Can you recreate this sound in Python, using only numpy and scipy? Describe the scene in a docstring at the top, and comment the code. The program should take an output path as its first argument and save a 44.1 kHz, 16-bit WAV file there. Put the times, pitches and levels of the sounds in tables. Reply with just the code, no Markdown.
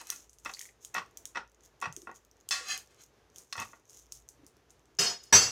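"""A slotted steel spatula pats a folded flatbread on a griddle, knocks and scrapes it, and is set down on the stove.
The blade is a bank of decaying modes: pats ring it briefly, knocks longer, scrapes drive it with gritty noise.
Three blows of setting down ring long steel modes over a dense clang; the handle ticks in short bursts of noise.
The dry crust cracks in clicks and grains, the heavy pan thuds on its stand in single modes.
A quiet kitchen hums as coloured noise and echoes the short sounds; one microphone, close by."""
import sys
import numpy as np
from scipy import signal
from scipy.fft import rfft, irfft
from scipy.io import wavfile
from scipy.ndimage import uniform_filter1d, map_coordinates

SR = 44100
rng = np.random.default_rng(int(sys.argv[2]) if len(sys.argv) > 2 else 0)


def ratio(d):
    """dB to gain"""
    e = np.asarray(d, float) / 20
    return 10 ** e


def wav_record(signal):
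    """Record a signal, one row per channel, as 16-bit PCM in the file named by sys.argv[1]."""
    frames = np.transpose(np.atleast_2d(signal))
    bounded = np.clip(frames, -1, 1)
    # unit amplitude maps onto the largest positive 16-bit level
    quanta = np.round(bounded * 32767).astype(np.int16)
    wavfile.write(sys.argv[1], SR, quanta)


N = 242972
T = np.arange(N) / SR

# blade modes: [f/Hz]
BLADE_HZ = [580, 762, 928, 1095, 1130, 1246, 1400, 1660, 1771, 1857, 1915, 2056, 2520, 2610, 3180, 3345,
            3461, 3600, 4060, 4215, 4734, 5340, 5770, 6155, 6470, 6660]
# the same modes by excitation: [bread level/dB, griddle knock level/dB, scrape level/dB]
BLADE_LEVELS = [(-13.5, -12, -32), (-13, -18, -8), (-3, -60, -46), (-3.5, -54, -32), (-1, 1, -14),
                (-14, -25, -4.5), (1.5, 0.5, -12), (-12, -0.5, -16), (-9.5, 1.5, -2.5), (-5, 2, -22),
                (1, 1.5, -16), (-6.5, 0, -3), (-13.5, -30, 0), (3, 7, -10), (-26, -17, -3),
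                (-12, -11, -7.5), (-36, 8.5, -15), (-11.5, -31, -27), (-42, -20, 3.5), (-17, 9, -2),
                (-38, 11.5, -1.5), (-6.5, 12, -10), (-3, -19, -5), (-36, 10, -8), (-30, -24, 3),
                (-27, -15, 0.5)]
# loud crust cracks: [t/s, peak level/dB]
CRACKS = [(0.0145, -29.5), (0.071, -30.5), (0.0758, -47), (0.1023, -13.5), (0.2956, -40), (.332, -43),
          (.386, -42), (0.4495, -29), (0.539, -31), (0.5934, -26), (0.6137, -24), (0.655, -38), (.660, -38),
          (0.849, -26), (0.9444, -24), (1.1727, -28), (1.255, -22.5), (1.815, -28.5), (1.926, -31),
          (1.965, -26), (2.019, -33.5), (2.4897, -20.5), (2.686, -25), (2.7775, -22.5), (3.3605, -32),
          (3.384, -29), (3.567, -33), (3.601, -22), (3.8969, -37.5), (3.9845, -45), (4.1226, -23),
          (4.2891, -31), (4.4657, -37.5), (4.7056, -42), (5.235, -41), (5.239, -36)]
# colour of the crackle: [f/Hz, weight/dB]
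CRACKLE_COLOUR = [(1000, -25), (2300, -22), (3200, -10), (4500, -14.5), (6500, 5), (8000, -8.5),
                  (11000, -13), (15000, -13.5), (17000, -44)]


def colour(x, shape):
    """Weight a signal by (Hz, dB) points joined on a log axis; -90 dB outside them."""
    hz, db = np.transpose(shape)
    f = np.maximum(np.fft.rfftfreq(len(x), 1 / SR), 1)
    weight = ratio(np.interp(np.log(f), np.log(hz), db, -90, -90))
    return irfft(rfft(x) * weight, len(x))


def unit(x):
    """Scale to rms 1."""
    return x / np.sqrt(np.mean(x ** 2))


def peak(x, db):
    """Scale to a peak level."""
    return x * ratio(db) / np.max(np.abs(x))


def curve(rows):
    """Gain over time from (s, dB) rows, -150 dB outside them."""
    return ratio(np.interp(T, *np.transpose(rows), -150, -150))


def add(out, s, sound):
    """Mix a sound in at s seconds."""
    i = int(s * SR)
    out[i:i + len(sound)] += sound[:len(out) - i]


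def fade(t60, length=.6):
    """Time axis and exponential decay, all in seconds."""
    t = np.arange(int(length * SR)) / SR
    return t, np.exp(-np.log(1000) * t / t60)


def smooth_noise(size):
    """Slowly wandering signal of rms 1: noise averaged twice over size samples."""
    once = uniform_filter1d(rng.standard_normal(N), size=size)
    return unit(uniform_filter1d(once, size=size))


def ring(hz, t60, db, scatter_db, waver=0.):
    """Modes set going together, weighed a little differently by each contact; rocking makes each swell and waver."""
    t = np.arange(int(.6 * SR)) / SR
    sign = rng.choice([-1, 1], len(hz))
    gain = ratio(db + scatter_db * rng.standard_normal(len(hz))) * sign
    rock = rng.standard_normal((len(hz), 40, 2)) @ [1, 1j]
    beat = 1 + waver * signal.resample(rock, len(t), axis=1) if waver else 1
    modes = np.imag(beat * np.exp(2j * np.pi * np.outer(hz, t)))
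    decay = np.exp(-np.log(1000) * np.outer(np.ones(len(hz)) / t60, t))
    return gain @ (modes * decay)


def kitchen():
    """Steady house noise, wavering a little in level, with a deep rumble below."""
    # house noise: [f/Hz, weight/dB]
    house_colour = [(28, -63), (48, -0.5), (115, 1), (201, -6.5), (428, 1.5), (520, -3.5), (4520, -19.5),
                    (6350, -18), (8100, -28.5), (14900, -31), (16000, -56)]
    # rumble: [t/s, level/dB]
    rumble_level = [(0, -70.5), (.7, -72.5), (3.9, -77.5), (4.05, -65), (4.4, -66), (4.55, -75),
                    (5.52, -66)]
    air_db, waver_db = -67.5, 1.8
    air_gain = ratio(air_db + waver_db * smooth_noise(3000))
    air = unit(colour(rng.standard_normal(N), house_colour)) * air_gain
    rumble_colour = [(30, -45), (55, 29.0), (90, -17.0), (125, 15.5), (200, -52.0)]
    rumble = unit(colour(rng.standard_normal(N), rumble_colour))
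    return air + rumble * curve(rumble_level)


def wall_echo(short):
    """Hard walls answer with decaying noise; a small random wander of the delay blurs its tones."""
    t60_s, level_db, onset_s, wander_s = 0.21, -8, 0.00099, .00015
    t, env = fade(t60_s)
    walls = rng.standard_normal(len(t)) * env * (1 - np.exp(-t / onset_s))
    walls = colour(walls, [(20, 9.0), (3000, -6.0), (8000, -3.5), (20000, -4.0)])
    echo = signal.fftconvolve(short, walls / np.sqrt(np.sum(walls ** 2)))[:N]
    wander = wander_s * smooth_noise(300)
    return ratio(level_db) * map_coordinates(echo, [(T - wander) * SR], mode="mirror")


def thuds():
    """The pan on its stand: one mode each, swelling in over a cycle and fluttering with the uneven contact."""
    # thuds: [t/s, level before flutter and decay/dB, f/Hz, t60/s]
    pan_thuds = [(.97, -42.5, 134, 0.059), (1.87, -35.5, 128.6, 0.071), (1.969, -49, 362.5, 0.22),
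                 (2.024, -46, 355, 0.057), (2.09, -37, 378, 0.024), (2.608, -42.5, 497, 0.052),
                 (3.577, -36, 111, 0.1), (3.599, -44.5, 225, 0.078), (4.39, -44.5, 298, 0.036),
                 (4.433, -44, 290, 0.042), (4.994, -30.5, 151, 0.055), (5.112, -38.5, 946, 0.042),
                 (5.338, -25.5, 105.9, 0.34)]
    out = np.zeros(N)
    for s, db, hz, t60 in pan_thuds:
        t, env = fade(t60)
        uneven = uniform_filter1d(rng.standard_normal(len(t)), size=int(2 * SR / hz))
        flutter = 1 + 0.5 * unit(uneven)
        swell = 1 - np.exp(-t * hz)
        add(out, s, ratio(db) * flutter * np.sin(2 * np.pi * hz * t) * env * swell)
    return out


def crust_cracks():
    """Each crack is a split of under a millisecond: a click with a short noisy tail."""
    small_per_s, small_floor_db, small_spread_db = 14, -52.5, 2.2  # faint cracks at random moments
    tail_s = .0006  # time constant
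    out = np.zeros(N)
    t = np.arange(-128, 384) / SR
    when, size = rng.random((int(small_per_s * N / SR), 2)).T
    small = zip(0.0038 + when * (T[-1] - .02), small_floor_db - small_spread_db * np.log(size))
    for s, db in [*CRACKS, *small]:
        tail = rng.standard_normal(len(t)) * (t > 0) * np.exp(-np.abs(t) / tail_s)
        split = (t == 0) + 0.28 * tail
        add(out, s + t[0], peak(colour(split, CRACKLE_COLOUR), db))
    return out


def crust_grains():
    """Fine crust splits: sparse random impulses of either sign and uneven size."""
    per_s, spread_db = 1500, 4
    hit = rng.random(N) < per_s / SR
    size = ratio(spread_db * np.minimum(rng.exponential(size=N), 5))
    return hit * size * rng.choice([-1, 1], N)


def crust_rustle(grains):
    """Soft swells of fine crackling, grains over a little noise."""
    # swells: [centre t/s, level/dB, half length/s]
    swells = [(0.152, -55.5, 0.077), (0.542, -58, 0.085), (0.65, -56.5, 0.033), (0.837, -59.5, 0.024),
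              (1.647, -58, 0.016), (2.164, -56, 0.016), (3.024, -56.5, 0.023), (3.388, -62, 0.044),
              (3.633, -59.5, 0.11), (3.962, -58, 0.068), (4.158, -58, 0.037)]
    noise = unit(colour(rng.standard_normal(N), CRACKLE_COLOUR))
    rustle = unit(unit(colour(grains, CRACKLE_COLOUR)) + 0.16 * noise)
    return rustle * sum(ratio(db) * np.exp(-((T - s) / half) ** 2) for s, db, half in swells)


def crust_fizz(grains):
    """Every loud crack leaves a brighter fizz that dies away; louder cracks fizz only partly louder."""
    # fizz: [f/Hz, weight/dB]
    fizz_colour = [(2500, -28), (5000, -3.5), (6500, 0.5), (9000, 0.5), (15000, -15), (17000, -25)]
    base_db, db_per_crack_db, t60_s = -36, 0.73, 0.15
    level = np.zeros(N)
    for s, db in CRACKS:
        add(level, s, ratio(base_db + db_per_crack_db * db) * fade(t60_s)[1])
    return unit(colour(unit(grains) + rng.standard_normal(N), fizz_colour)) * level


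def crust():
    """The dry crust: cracks, and fine grains that follow them and fill in."""
    grains = crust_grains()
    return crust_cracks() + crust_rustle(grains) + crust_fizz(grains)


def ticks():
    """Handle ticks: a short rough burst of noise around one pitch, fading off to either side."""
    # ticks: [t/s, peak level/dB, f/Hz]
    handle_ticks = [(.537, -33.5, 4430), (.547, -34.5, 4430), (.570, -44, 2060), (.586, -47, 2060),
                    (.608, -41, 2060), (.624, -46, 2050), (.654, -45, 2040), (.689, -48.5, 2040)]
    out = np.zeros(N)
    t, env = fade(.025, 0.091)
    for s, db, hz in handle_ticks:
        pitch = [(0.76 * hz, -24), (hz, 0), (1.34 * hz, -22), (1.2 * hz, -15), (3 * hz, -30)]
        burst = colour(rng.standard_normal(len(t)), pitch)
        add(out, s, peak(burst * env, db))
    return out


def dense_clang(weak, db, t60):
    """Many weak steel modes: narrow bands and noise dying away, the treble first."""
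    # dense clang: [f/Hz, weight/dB]
    clang_colour = [(88, -17), (150, -16), (675, -13), (1690, -10), (4160, -20.5), (4410, -14),
                    (6020, -14.5), (16000, -34)]
    noise_share = .9
    treble_hz, treble_t60_s = 6060, 0.79  # this decay comes on top of the clang's own
    t, env = fade(t60)
    lines = unit(irfft(weak * rfft(rng.standard_normal(len(t))), len(t)))
    mixed = lines + noise_share * rng.standard_normal(len(t))
    dense = ratio(db) * unit(colour(mixed, clang_colour)) * env
    top = signal.sosfilt(signal.butter(2, treble_hz, "high", fs=SR, output="sos"), dense)
    return dense - top * (1 - fade(treble_t60_s)[1])


def set_down():
    """Blows on the stove: long steel modes over a dense clang, both damped as the spatula comes to rest."""
    # stove steel modes: [f/Hz]
    steel_hz = [930, 1090, 1715, 2492, 2732, 2915, 3640, 4371, 4544, 4990, 5078, 5577, 5825, 6051, 6200,
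                6460, 6850, 7440, 7810, 8123, 9991, 11880]
    # the same modes: [t60/s, first blow level/dB, second blow level/dB, third blow level/dB]
    steel_modes = [(0.18, -58, -20.5, -27), (0.2, -68, -25, -29), (0.067, -38, -15.5, -33),
                   (0.58, -44, -32, -50), (0.64, -36.5, -31, -31.5), (0.88, -39, -64, -59),
                   (0.67, -38, -32, -49), (0.95, -33.5, -57, -52), (0.56, -37, -42, -21.5),
                   (0.2, -34, -39, -24), (0.9, -25.5, -46, -25.5), (1, -35.5, -46, -47),
                   (1, -40.5, -13.5, -32), (0.48, -31, -39, -23), (0.18, -35, -34, -8),
                   (0.47, -53, -32, -28), (1, -34, -54, -33.5), (0.47, -39, -51, -29),
                   (0.56, -38, -24, -30), (0.45, -36.5, -41, -41), (0.24, -40.5, -58, -37),
                   (0.3, -49, -66, -48)]
    # blows: [t/s, rise/ms, settling time/s, dense clang level before damping/dB, its t60/s, rocking 0-1]
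    blows = [(4.987, 3.5, 0.15, -29, 0.95, 0.6), (5.325, 2.3, 0.055, -18.5, 0.63, 0.27),
             (5.347, 6.9, 0.16, -24.5, 0.8, 0.39)]
    ring_left = .1  # share still ringing once settled
    t60, *blow_db = np.transpose(steel_modes)
    bins = len(fade(1)[0]) // 2 + 1
    # scattered weak modes, each a narrow wavering band
    weak = uniform_filter1d((rng.random(bins) < .03) * rng.exponential(size=bins), size=5)
    out = np.zeros(N)
    for (s, rise_ms, settle_s, dense_db, dense_t60, rocking), db in zip(blows, blow_db):
        t = fade(dense_t60)[0]
        rise = 1 - np.exp(-1000 * t / rise_ms)
        damping = ring_left + (1 - ring_left) * np.exp(-(t / settle_s) ** 4)
        steel = ring(steel_hz, t60, db, 0.36, rocking)
        add(out, s, rise * damping * (steel + dense_clang(weak, dense_db, dense_t60)))
    return out


def stroke(s, db, length):
    """Pressure of one stroke: a rounded top, falling steadily in dB on both sides."""
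    slope_db, roundness, linger = -17.5, 0.7, 0.99  # slope per length; linger scales the length of the fall
    away = (T - s) / length / np.where(T > s, linger, 1)
    fall = np.hypot(away, roundness) - roundness
    return ratio(np.maximum(db + slope_db * fall, -150))


def scrapes():
    """The edge skips over the rough iron: gritty noise rings the blade and rasps beside it."""
    # strokes: [t of most pressure/s, pressure/dB, length/s]
    strokes = [(0, -46.5, 0.018), (0.113, -53, 0.068), (2.717, -35.5, 0.049), (2.919, -63.5, 0.025),
               (3.008, -60.5, 0.034)]
    blade_t60_s, blade_share, rasp_share = .07, 1.18, .55
    grit = rng.laplace(size=N)
    rasp = unit(colour(grit, [(700, -35), (1500, -7.5), (7000, -12.5), (9000, -16.5), (16000, -35)]))
    pressure = sum(stroke(*row) for row in strokes)
    bite = (pressure / pressure.max()) ** 0.32  # light strokes only hiss, firm ones ring the blade
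    blade = ring(BLADE_HZ, blade_t60_s, np.transpose(BLADE_LEVELS)[2], 0.9)
    ringing = unit(signal.fftconvolve(grit, blade)[:N])
    return (blade_share * bite * ringing + rasp_share * rasp) * pressure


def knocks():
    """Blade against the griddle: all its modes ring, the higher ones shorter, over noise for the weak modes."""
    # knocks: [t/s, peak level/dB, t60 at 2 kHz/s (short when the bread damps it)]
    griddle_knocks = [(2.509, -17, 0.35), (3.526, -25.5, 0.047), (3.53, -24.5, 0.031)]
    weak_colour = [(700, 6.0), (1500, 8.5), (7000, 16.0), (9000, 4.0), (16000, -13)]
    weak_share, beat_depth = 1.3, .45
    level_db = np.transpose(BLADE_LEVELS)[1]
    out = np.zeros(N)
    for s, db, t60 in griddle_knocks:
        t, env = fade(t60)
        weak_modes = colour(rng.standard_normal(len(t)), weak_colour) * env
        mode_t60 = t60 * (2000 / np.array(BLADE_HZ)) ** 0.58
        clang = ring(BLADE_HZ, mode_t60, level_db, 0.62, beat_depth) + weak_share * weak_modes
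        add(out, s, peak(clang, db))
    return out


def contacts():
    """Every touch of blade on bread as (s, peak dB, contact ms): the leading edge of firm pats, then the bounces."""
    # pats: [t/s, peak level/dB, contact/ms, bounces (rounded), gap between bounces/s, change per bounce/dB]
    bread_pats = [(0.01, -41.5, 0.22, 1.096, 0, 0), (0.096, -40, 0.022, 1.955, 0.025, 2.5),
                  (0.458, -25.5, 0.081, 2.01, 0.036, -6.5), (0.948, -23, 0.063, 3.01, 0.016, 1),
                  (1.356, -25, 0.1, 2.09, 0.014, 2.5), (1.824, -23, 0.097, 3.06, .0155, -1),
                  (2.071, -33.5, 0.33, 3, .0205, -4.5), (3.554, -32, 0.13, 1.01, 0, 2),
                  (3.578, -28.5, 0.036, 3.64, 0.013, 0.34), (3.732, -41.5, 0.25, 0.89, 0, -3)]
    firm_db = -27.5  # louder pats are firm: the blade's edge lands just ahead
    edge_lead_s, edge_db, edge_ms = 0.0078, -14, 0.011  # edge level is relative to the pat
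    rows = [(s - edge_lead_s, db + edge_db, edge_ms) for s, db, *_ in bread_pats if db > firm_db]
    for s, db, ms, count, gap, step_db in bread_pats:
        rows += [(s + k * gap, db + k * step_db, ms) for k in range(round(count))]
    return rows


def pats():
    """Blade on bread: modes ring briefly beside a slap of noise, both smoothed by the push of the contact."""
    t60_s, slap_share = .054, .45
    slap_colour = [(150, 0.0), (700, 12), (5000, 8.5), (9000, 2.5)]
    level_db = np.transpose(BLADE_LEVELS)[0]
    out = np.zeros(N)
    t, slap_env = fade(0.094)
    push_t = np.arange(256) / SR
    give = 1 - np.exp(-t / 0.0011)  # the soft bread yields before the blade rings
    for s, db, contact_ms in contacts():
        push = push_t * np.exp(-2000 * push_t / contact_ms)  # a longer push feeds the treble less
        # the flexed blade is never tuned the same twice
        bent_hz = BLADE_HZ * (1 + 0.0063 * rng.standard_normal(len(BLADE_HZ)))
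        slap = slap_share * colour(rng.standard_normal(len(t)), slap_colour) * slap_env
        touch = give * (ring(bent_hz, t60_s, level_db, 2.44, .25) + slap)
        add(out, s, peak(np.convolve(touch, push), db))
    return out


def scene():
    """Near sources, the echo of the short ones off the hard kitchen walls, and the background."""
    short = pats() + knocks() + scrapes() + thuds() + ticks() + crust()
    mix = short + wall_echo(short) + set_down() + kitchen()
    return np.tile(mix, (2, 1))


def low_pass(x):
    """Removes everything above the highest recorded frequency."""
    return signal.sosfilt(signal.butter(12, 16810, fs=SR, output="sos"), x)


def record(dry):
    """One microphone on both channels, its lowest bass rolled off below 35 Hz."""
    mix = signal.sosfilt(signal.butter(2, 35, "high", fs=SR, output="sos"), dry)
    return low_pass(mix)


dry = scene()
out = record(dry)
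wav_record(out)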